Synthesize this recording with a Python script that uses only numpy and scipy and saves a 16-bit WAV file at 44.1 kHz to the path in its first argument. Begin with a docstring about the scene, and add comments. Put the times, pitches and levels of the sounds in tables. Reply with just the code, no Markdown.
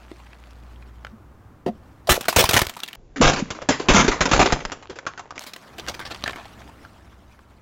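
"""A hollow plastic tub on concrete breaks under a car rolling off a block: it buckles, splits and shatters.
Fractures are noise bursts through random plastic resonances; popping walls and pushed air are damped sines.
First comes a short shot of gritty ground with the engine humming nearby; grit and splinters are random spikes and ticks.
The break is replayed slower and lower; then the tyre rolls over the shards and the engine idles on.
Engine: two wandering partials plus rumble. Outdoor air and the tyre's roar: coloured noise."""
import sys
import numpy as np
from scipy import signal
from scipy.fft import rfft, irfft, next_fast_len
from scipy.io import wavfile
from scipy.ndimage import uniform_filter1d, minimum_filter1d, map_coordinates

SR = 44100
rng = np.random.default_rng(int(sys.argv[2]) if len(sys.argv) > 2 else 0)


def digitize_waveform(pressure):
    """Quantize a signal to 16-bit integers and store it at the path in sys.argv[1].

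    Rows of a 2-D input are taken as channels; values are limited to [-1, 1].
    """
    field = np.atleast_2d(pressure).T
    bounded = np.clip(field, -1, 1)
    quanta = np.round(bounded * 32767).astype(np.int16)
    wavfile.write(sys.argv[1], SR, quanta)


N = 335846
CUT_S = 1.12  # end of the first shot
REPLAY_FROM_S, REPLAY_TO_S, REPLAY_SOURCE_S, REPLAY_SPEED = 2.9582, 5.39, 1.991, 0.4


def amp(db):
    """dB to gain."""
    return 10 ** (np.asarray(db) / 20)


def unit(x):
    """x at rms 1."""
    return x / np.sqrt(np.mean(x ** 2) + 1e-20)


def seconds(size):
    """Time of each sample [s]."""
    return np.arange(size) / SR


def along(points, hz):
    """Interpolate (frequency [Hz], value) points on a log frequency axis."""
    point_hz, value = np.transpose(points)
    return np.interp(np.log(hz + 1), np.log(point_hz + 1), value)


def wobble(rate_hz):
    """Smooth random curve, rate_hz knots a second."""
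    knots = rng.standard_normal(int(N * rate_hz / SR) + 4)
    return map_coordinates(knots, [np.arange(N) * rate_hz / SR])


def filtered(x, response):
    """x times a response of frequency."""
    size = next_fast_len(N + SR // 2)
    hz = np.fft.rfftfreq(size, 1 / SR)
    return irfft(rfft(x, size) * response(hz), size)[:N]


def coloured(x, spectrum):
    """x weighted by the given spectrum, at rms 1."""
    return unit(filtered(x, lambda hz: amp(along(spectrum, hz))))


def low_passed(x, edge_hz):
    """Steep but smooth cut above the edge."""
    return filtered(x, lambda hz: 1 / (1 + (hz / edge_hz) ** 90))


def add(track, start_s, sound):
    """Mix a sound into the track at start_s."""
    part = track[round(start_s * SR):][:len(sound)]
    part += sound[:len(part)]


def spikes(size, rate_hz, spread_db):
    """Random tiny breaks, rate_hz a second, a few much larger than the rest; rms 1."""
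    size_db = spread_db * np.minimum(rng.exponential(size=size), 4)
    sizes = amp(size_db) * rng.choice([-1, 1], size)
    return unit(sizes * (rng.random(size) < rate_hz / SR))


def swell_db(start_s, end_s, rise_db_per_s, fall_db_per_s):
    """Attack, hold at 0 dB from start to end, release."""
    t = seconds(N)
    return -rise_db_per_s * np.maximum(start_s - t, 0) - fall_db_per_s * np.maximum(t - end_s, 0)


# tyre bearing on grit and splinters; row 1: bare gritty ground, then: creeping off the block, rim splitting,
# tub flattened, settling on the wreck, dragging shards, rolling away
# (start [s], end [s], grit level [dB], splinter level [dB], fade after end [dB/s])
TYRE_LOADS = [(0, 0.07, -56.5, -59, 8), (1.72, 2.078, -65.5, -82, 100), (2.115, 2.317, -48, -48, 100),
              (2.36, 2.627, -40, -31, 152), (2.773, 5.478, -61, -50, 79), (5.81, 6.34, -49.5, -48.5, 72),
              (5.406, 6.505, -52, -75, 10.5)]


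def crunch_levels(rise_db_per_s=501.5):
    """Grit and splinter levels [dB]: both follow the tyre's load; the first stretch ends at the cut."""
    levels = []
    for start_s, end_s, grit_db, splinter_db, fade_db_per_s in TYRE_LOADS:
        swell = swell_db(start_s, end_s, rise_db_per_s, fade_db_per_s)
        levels.append(swell + np.array([[grit_db], [splinter_db]]))
    first, *later = levels
    return np.where(seconds(N) < CUT_S, first, np.max(later, axis=0))


# weighting of gritty rolling (frequency [Hz], level [dB])
GRIT_SPECTRUM = [(40, -28.5), (150, -6), (320, -2), (450, -10), (620, 5), (1400, 1.5), (3500, -5.5),
                 (7000, -14), (15000, -25)]


def rolling(roll_db, clump_db=2, patch_db=4):
    """Grit crunches in clumps under the tread; short random bands stand out, as dragged shards ring."""
    z = signal.stft(spikes(N, rate_hz=3500, spread_db=2.0), nperseg=256)[2]
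    patches = uniform_filter1d(rng.standard_normal(z.shape), size=3, axis=0)  # across frequency
    patches = uniform_filter1d(patches, size=6, axis=1)  # across time
    scrape = signal.istft(z * amp(patch_db * unit(patches)), nperseg=256)[1][:N]
    return amp(roll_db + clump_db * wobble(45)) * coloured(scrape, GRIT_SPECTRUM)


def splinters(debris_db, centre_hz=2700, spread_octaves=0.5, mode_octaves=0.59, t60_cycles=7,
              size_db=5.5, count=3500):
    """Small splinters tick at random moments, each with four damped modes scattered around its own pitch."""
    start = rng.integers(0, N, (count, 1))
    pitch_hz = centre_hz * 2 ** (spread_octaves * rng.standard_normal((count, 1)))
    size = amp(size_db * np.minimum(rng.exponential(size=(count, 1)), 4))
    t = seconds(size=220)
    ticks = np.zeros((count, len(t)))
    for offset in rng.standard_normal(size=(4, count, 1)):
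        hz = np.minimum(pitch_hz * 2 ** (mode_octaves * offset), SR / 3)
        sign = rng.choice([-1, 1], (count, 1))
        ticks += sign * np.sin(2 * np.pi * hz * t) * amp(-60 * hz * t / t60_cycles)
    positions = start + np.arange(len(t))
    shower = np.bincount(positions.ravel(), (size * ticks).ravel(), N)[:N]
    return amp(debris_db) * unit(shower)


def firing(hz, drift, waver_db, overtone_db=-14):
    """Low note of a four-cylinder engine at idle: two partials, wandering in pitch and level; rms about 1."""
    phase = 2 * np.pi * np.cumsum(hz * (1 + drift * wobble(5.5))) / SR
    note = np.sin(phase) + amp(overtone_db) * np.sin(2 * phase)
    return unit(note) * amp(waver_db * wobble(12))


# weighting of exhaust rumble (frequency [Hz], level [dB])
RUMBLE_SPECTRUM = [(15, -5), (30, -13), (60, -0.5), (110, -0.5), (200, -19.5), (320, -10.5), (800, -55)]
# overall engine level (time [s], level [dB])
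ENGINE_LEVELS = [(0, -48.5), (.4, -47.5), (.8, -42.5), (1.3, -48.5), (2.05, -48.5), (2.85, -71.5),
                 (5.6, -65.5), (5.87, -44.5), (6.2, -46.5), (7.62, -54.5)]


def engine(near_db=0, near_rumble_db=-10, labouring_db=-6, labouring_rumble_db=-2):
    """Firing note plus exhaust rumble: even idle in the first shot, uneven under load after it."""
    engine_db = np.interp(seconds(N), *np.transpose(ENGINE_LEVELS))
    rumble = coloured(rng.standard_normal(N), RUMBLE_SPECTRUM)
    steady = firing(hz=59.2, drift=0.003, waver_db=0.8)
    near = amp(near_db) * steady + amp(near_rumble_db) * rumble
    uneven = firing(hz=64.3, drift=0.018, waver_db=4.0)
    labouring = amp(labouring_db) * uneven + amp(labouring_rumble_db) * rumble
    return amp(engine_db) * np.where(seconds(N) < CUT_S, near, labouring)


# weighting of outdoor air and roar (frequency [Hz], level [dB])
AIR_SPECTRUM = [(30, -15), (200, 10), (400, 1.5), (1200, 0), (2200, -13), (4000, -22), (7000, -24.5),
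                (10000, -29), (16000, -26.5)]
AIR_DB = -54.5
ROAR_PEAK_S, ROAR_DB, ROAR_RISE_DB_PER_S, ROAR_FALL_DB_PER_S = 5.85, -45.5, 26, 7.5


def yard(flutter_db=-1.07):
    """Outdoor air; after the replay the tyre's hollow roar, swelling and fading as it passes."""
    roar_db = ROAR_DB + swell_db(ROAR_PEAK_S, ROAR_PEAK_S, ROAR_RISE_DB_PER_S, ROAR_FALL_DB_PER_S)
    level_db = np.where(seconds(N) < REPLAY_TO_S, AIR_DB, roar_db)
    return amp(level_db + flutter_db * wobble(6.5)) * coloured(rng.standard_normal(N), AIR_SPECTRUM)


def swing(hz, rise_s, t60_s):
    """Damped low mode that swells over the rise, then decays."""
    t = seconds(size=12000)
    envelope = np.minimum(t / rise_s, 1) * amp(-60 * np.maximum(t - rise_s, 0) / t60_s)
    return np.sin(2 * np.pi * hz * t) * envelope


# shell walls popping through, or dull knocks (time [s], level [dB], pitch [Hz], t60 [s])
WALL_POPS = [(.114, -28, 319, 0.027), (1.122, -37.5, 220, 0.11), (1.660, -21, 377, 0.057),
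             (1.676, -25.5, 711, 0.086), (1.684, -19, 218, 0.069), (2.078, -23, 676, 0.043),
             (2.0885, -4.5, 610, 0.023), (2.1765, -12.5, 537, 0.012), (2.3275, -17.5, 810, .014),
             (2.4255, -10, 664, 0.013), (2.7645, -28.5, 948, .025), (6.652, -39, 287, 0.033)]
# air pushed out as the shell gives way (time [s], level [dB], pitch [Hz])
AIR_THUMPS = [(2.096, -13, 83.5), (2.11, -8, 61.3), (2.369, -8.5, 78), (2.401, -16, 108.2),
              (2.441, -14, 67.9), (2.494, -22.5, 83), (2.54, -13.5, 90), (2.561, -15, 98.5),
              (2.618, -17, 60), (2.668, -26, 62)]


def buckling(rise_per_t60=0.15):
    """Walls pop through with a hollow note; the collapsing tub pushes out air."""
    out = np.zeros(N)
    for s, db, hz, t60_s in WALL_POPS:
        add(out, s, amp(db) * swing(hz, rise_per_t60 * t60_s, t60_s))
    for s, db, hz in AIR_THUMPS:
        add(out, s, amp(db) * swing(hz, rise_s=0.005, t60_s=0.034))
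    return out


def release(t60_s, click=0.49, flutter=0.88, rise_s=0.00052, usual_t60_s=0.023):
    """One sharp release, then dense, quickly damped modes; energy 1."""
    t = seconds(size=3000)
    force = rng.standard_normal(len(t)) * amp(-60 * t / t60_s) * (1 - np.exp(-t / rise_s))
    # short t60: a piece pinned under the tyre is nearly all click
    force *= flutter * t60_s / usual_t60_s / np.linalg.norm(force)
    force[0] += click
    return force / np.linalg.norm(force)


# base response of a piece (frequency [Hz], level [dB])
PIECE_SPECTRUM = [(30, -26), (120, -4.5), (280, -1.5), (550, 1), (1300, 1), (2500, -1), (4200, -0.5),
                  (7000, -2), (10500, -4.5), (14000, -2), (19000, -1.5)]


def shard(force, ring_hz, ring_db, body_db, fizz_db, ring_width=0.25, modes_db=3, size=4096):
    """A piece answers a force: one main resonance, low body, treble fizz and random small modes."""
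    hz = np.fft.rfftfreq(size, 1 / SR)
    tilt = along([(650, body_db), (1600, 0), (3200, 0.003), (9000, fizz_db), (16000, 1.57 * fizz_db)], hz)
    ring = ring_db * np.exp(-0.5 * (np.log((hz + 1) / ring_hz) / ring_width) ** 2)
    knots_hz = np.geomspace(300, SR / 2, 40)
    # no two pieces have the same shape
    modes = modes_db * np.interp(hz, knots_hz, rng.standard_normal(len(knots_hz)))
    response_db = along(PIECE_SPECTRUM, hz) + tilt + ring + modes
    cepstrum = irfft(np.log(amp(response_db)))
    cepstrum[1:size // 2] *= 2  # minimum phase: nothing sounds before the break
    cepstrum[size // 2 + 1:] = 0
    impulse = irfft(np.exp(rfft(cepstrum)))
    return signal.fftconvolve(force, impulse)


# stones ticking on concrete (time [s], level before gain [dB], ring [Hz])
STONE_TICKS = [(0.1158, -37, 560), (0.2012, -44, 1000), (.332, -41.5, 1990), (.76, -52, 2800),
               (0.8253, -48, 1900), (1.0488, -30, 1420), (1.0683, -35, 1540), (6.6192, -41, 1520),
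               (6.6772, -44, 1290), (6.85, -41.5, 1360), (7.3917, -46, 1265)]


def pebbles(ring_db=14, ring_width=0.3, body_db=2, fizz_db=-19, t60_s=0.013, gain_db=22.0):
    """Small stones tick with one broad ring and little treble."""
    out = np.zeros(N)
    for s, db, hz in STONE_TICKS:
        tick = shard(release(t60_s), hz, ring_db, body_db, fizz_db, ring_width)
        add(out, s, amp(db + gain_db) * tick)
    return out


def volley(t, rate_hz, spread_db, t60_s, count=5):
    """Tiny fractures shared among a few pieces, each with its own short ring; rms 1."""
    rings = rng.standard_normal((count, len(t))) * amp(-60 * t / t60_s)
    total = np.zeros(len(t))
    for ring in rings:
        total += signal.fftconvolve(spikes(len(t), rate_hz / count, spread_db), ring)[:len(t)]
    return unit(total)


def running_crack(length_s, release_t60_s=0.035, fade_db=4):
    """A volley of tiny fractures that weakens as the stress is let go."""
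    t = seconds(size=3500)
    stress_db = fade_db * (0.5 - t / length_s) - 60 * np.maximum(t - length_s, 0) / release_t60_s
    return volley(t, rate_hz=1800, spread_db=2.5, t60_s=0.011) * amp(stress_db)


CREAK_S, CREAK_LENGTH_S, CREAK_DB, CREAK_HZ = 1.661, 0.028, -31, 393


def creak(ring_db=2, body_db=24, fizz_db=-16):
    """The unbroken tub slips under the load: a short dull volley through the whole hollow shell."""
    out = np.zeros(N)
    slip = shard(running_crack(CREAK_LENGTH_S), CREAK_HZ, ring_db, body_db, fizz_db)
    add(out, CREAK_S, amp(CREAK_DB) * slip)
    return out


# a stronger break frees a larger piece: more body, less distinct ring (dB per dB above usual)
USUAL_DB, BODY_PER_DB, RING_PER_DB = -15, 0.2577, -0.21
# shards pressed flat on the concrete sound duller
FLAT_FROM_S, FLATTEN_S, FLAT_BODY_DB, FLAT_FIZZ_DB = 5.33, 0.94, 5, -12


def piece_tone(s, db, ring_db, body_db, fizz_db):
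    """Ring, body and fizz [dB] of a piece, from the strength of its break and how flat it is pressed."""
    size_db = db - USUAL_DB
    flat = np.clip((s - FLAT_FROM_S) / FLATTEN_S, 0, 1)
    return (ring_db + RING_PER_DB * size_db,
            body_db + BODY_PER_DB * size_db + FLAT_BODY_DB * flat,
            fizz_db + FLAT_FIZZ_DB * flat)


# running cracks, ground shards (time [s], length [s], level [dB], ring [Hz])
CRACK_RUNS = [(2.071, 0.017, -29, 704), (2.096, 0.031, -7.5, 1630), (2.125, 0.021, -21.5, 1360),
              (2.151, .015, -21.5, 645), (2.365, .019, -17, 4420), (2.384, 0.028, -5, 565),
              (2.417, .011, -19, 810), (2.432, .005, -21, 680), (2.456, 0.007, -33, 570),
              (2.533, 0.0047, -9.5, 716), (2.542, 0.017, -16, 680), (2.5647, .016, -6.5, 1540),
              (2.585, 0.029, -25, 1020), (5.406, .025, -34.5, 640), (5.782, 0.011, -27, 700),
              (5.872, 0.017, -31.5, 1720), (5.883, 0.0095, -19, 5700), (5.901, 0.018, -36, 785),
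              (5.94, 0.011, -28.5, 328), (5.993, 0.011, -24.5, 1300), (6.01, 0.024, -37, 1360),
              (6.051, 0.025, -30.5, 4050), (6.104, 0.022, -28.5, 4200), (6.259, 0.03, -28, 1600),
              (6.331, 0.0055, -33, 1720), (6.369, 0.05, -39, 890)]


def tears(ring_db=5, body_db=1.0, fizz_db=-7):
    """Cracks run through the tub, and later through its shards."""
    out = np.zeros(N)
    for s, length_s, db, hz in CRACK_RUNS:
        tone = piece_tone(s, db, ring_db, body_db, fizz_db)
        add(out, s, amp(db) * shard(running_crack(length_s), hz, *tone))
    return out


# single fractures (time [s], level before gain [dB], ring [Hz], t60 [s])
FRACTURES = [(2.0932, -3.5, 1200, 0.03), (2.142, -17.5, 570, 0.021), (2.1645, -21.5, 1000, 0.031),
             (2.2097, -20, 480, .033), (2.2266, -32, 762, 0.095), (2.255, -28, 1445, 0.035),
             (2.2833, -7.5, 1309, 0.049), (2.2899, -15.5, 4500, 0.095), (2.3264, -21, 951, 0.07),
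             (2.362, -2.5, 1450, 0.067), (2.3823, -11, 452, 0.076), (2.4248, -20.5, 743, 0.04),
             (2.4398, -7.5, 700, 0.031), (2.4534, -15.5, 2390, 0.081), (2.4908, -6.5, 567, 0.041),
             (2.5102, -13, 700, 0.026), (2.5238, -20, 640, 0.067), (2.5406, -3.5, 1950, 0.015),
             (2.592, -11.5, 1140, 0.018), (2.6171, -8.5, 1635, 0.024), (2.6498, -33.5, 5850, 0.022),
             (2.6685, -21.5, 3250, 0.012), (2.6955, -22, 922, .027), (2.738, -39, 2050, .03),
             (2.767, -30, 994, 0.046), (2.7906, -34.5, 1096, 0.065), (2.803, -31, 4350, .012),
             (2.8342, -21.5, 3310, 0.031), (2.8785, -33.5, 3565, 0.025), (2.8856, -30, 2400, .022),
             (2.9307, -34.5, 2920, 0.017), (2.9504, -35, 756.5, 0.049), (2.9596, -31, 5740, 0.0076),
             (5.3937, -29.5, 6320, 0.0071), (5.4382, -34, 6300, 0.027), (5.4651, -26, 600, 0.12),
             (5.5353, -30, 4114, 0.025), (5.563, -29, 410, .02), (5.797, -26.5, 4100, 0.03),
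             (5.8965, -22, 620, 0.021), (6.1468, -27.5, 4090, 0.02), (6.2393, -16, 4600, 0.014),
             (6.2781, -18.5, 1540, 0.013), (6.295, -23.5, 1286, 0.027), (6.3076, -27, 455, 0.027),
             (6.3599, -27, 1620, 0.02), (6.4545, -32, 720, 0.038)]


def snaps(ring_db=6.0, body_db=0.0, fizz_db=-5, gain_db=23.0):
    """Each snap lets go of one piece of plastic at once."""
    out = np.zeros(N)
    for s, db, hz, t60_s in FRACTURES:
        tone = piece_tone(s, db, ring_db, body_db, fizz_db)
        add(out, s, amp(db + gain_db) * shard(release(t60_s), hz, *tone))
    return out


# reverberation under the car (frequency [Hz], t60 [s])
UNDERBODY_T60 = [(100, 0.22), (400, 0.21), (1000, 0.097), (3000, 0.15), (8000, 0.19), (16000, 0.17)]


def underbody(x):
    """Short reverberation between the car's floor and the concrete: noise decaying per frequency."""
    hz, t, z = signal.stft(rng.standard_normal(SR // 3), SR, nperseg=256)
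    decay = amp(-60 * t / along(UNDERBODY_T60, hz)[:, None])
    tail = signal.istft(z * decay, SR, nperseg=256)[1]
    delayed = np.pad(tail / np.linalg.norm(tail), (SR // 300, 0))
    return signal.fftconvolve(x, delayed)[:N]


def scene(wet_db=-15):
    """Plastic and grit sound under the car; the engine and the yard lie behind them."""
    grit_db, debris_db = crunch_levels()
    tub = creak() + snaps() + tears() + buckling()
    crush = tub + pebbles() + splinters(debris_db) + rolling(grit_db)
    return crush + amp(wet_db) * underbody(crush) + engine() + yard()


def limited(x, size=60, ceiling=0.7):
    """A limiter ducks around the loudest peaks."""
    gain = ceiling / np.maximum(np.abs(x), ceiling)
    return x * uniform_filter1d(minimum_filter1d(gain, size), size)


def record(dry):
    """The limited sound; in the middle the break is played again slowly, and so lower."""
    live = low_passed(limited(dry), edge_hz=18750)
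    t = seconds(N)
    source_s = REPLAY_SOURCE_S + (t - REPLAY_FROM_S) * REPLAY_SPEED
    slow = map_coordinates(live, [source_s * SR], order=5)
    slow = low_passed(slow, REPLAY_SPEED * SR / 2)
    replaying = (t > REPLAY_FROM_S) & (t < REPLAY_TO_S)
    return low_passed(np.where(replaying, slow, live), edge_hz=16100)


dry = scene()
out = record(dry)
digitize_waveform(out)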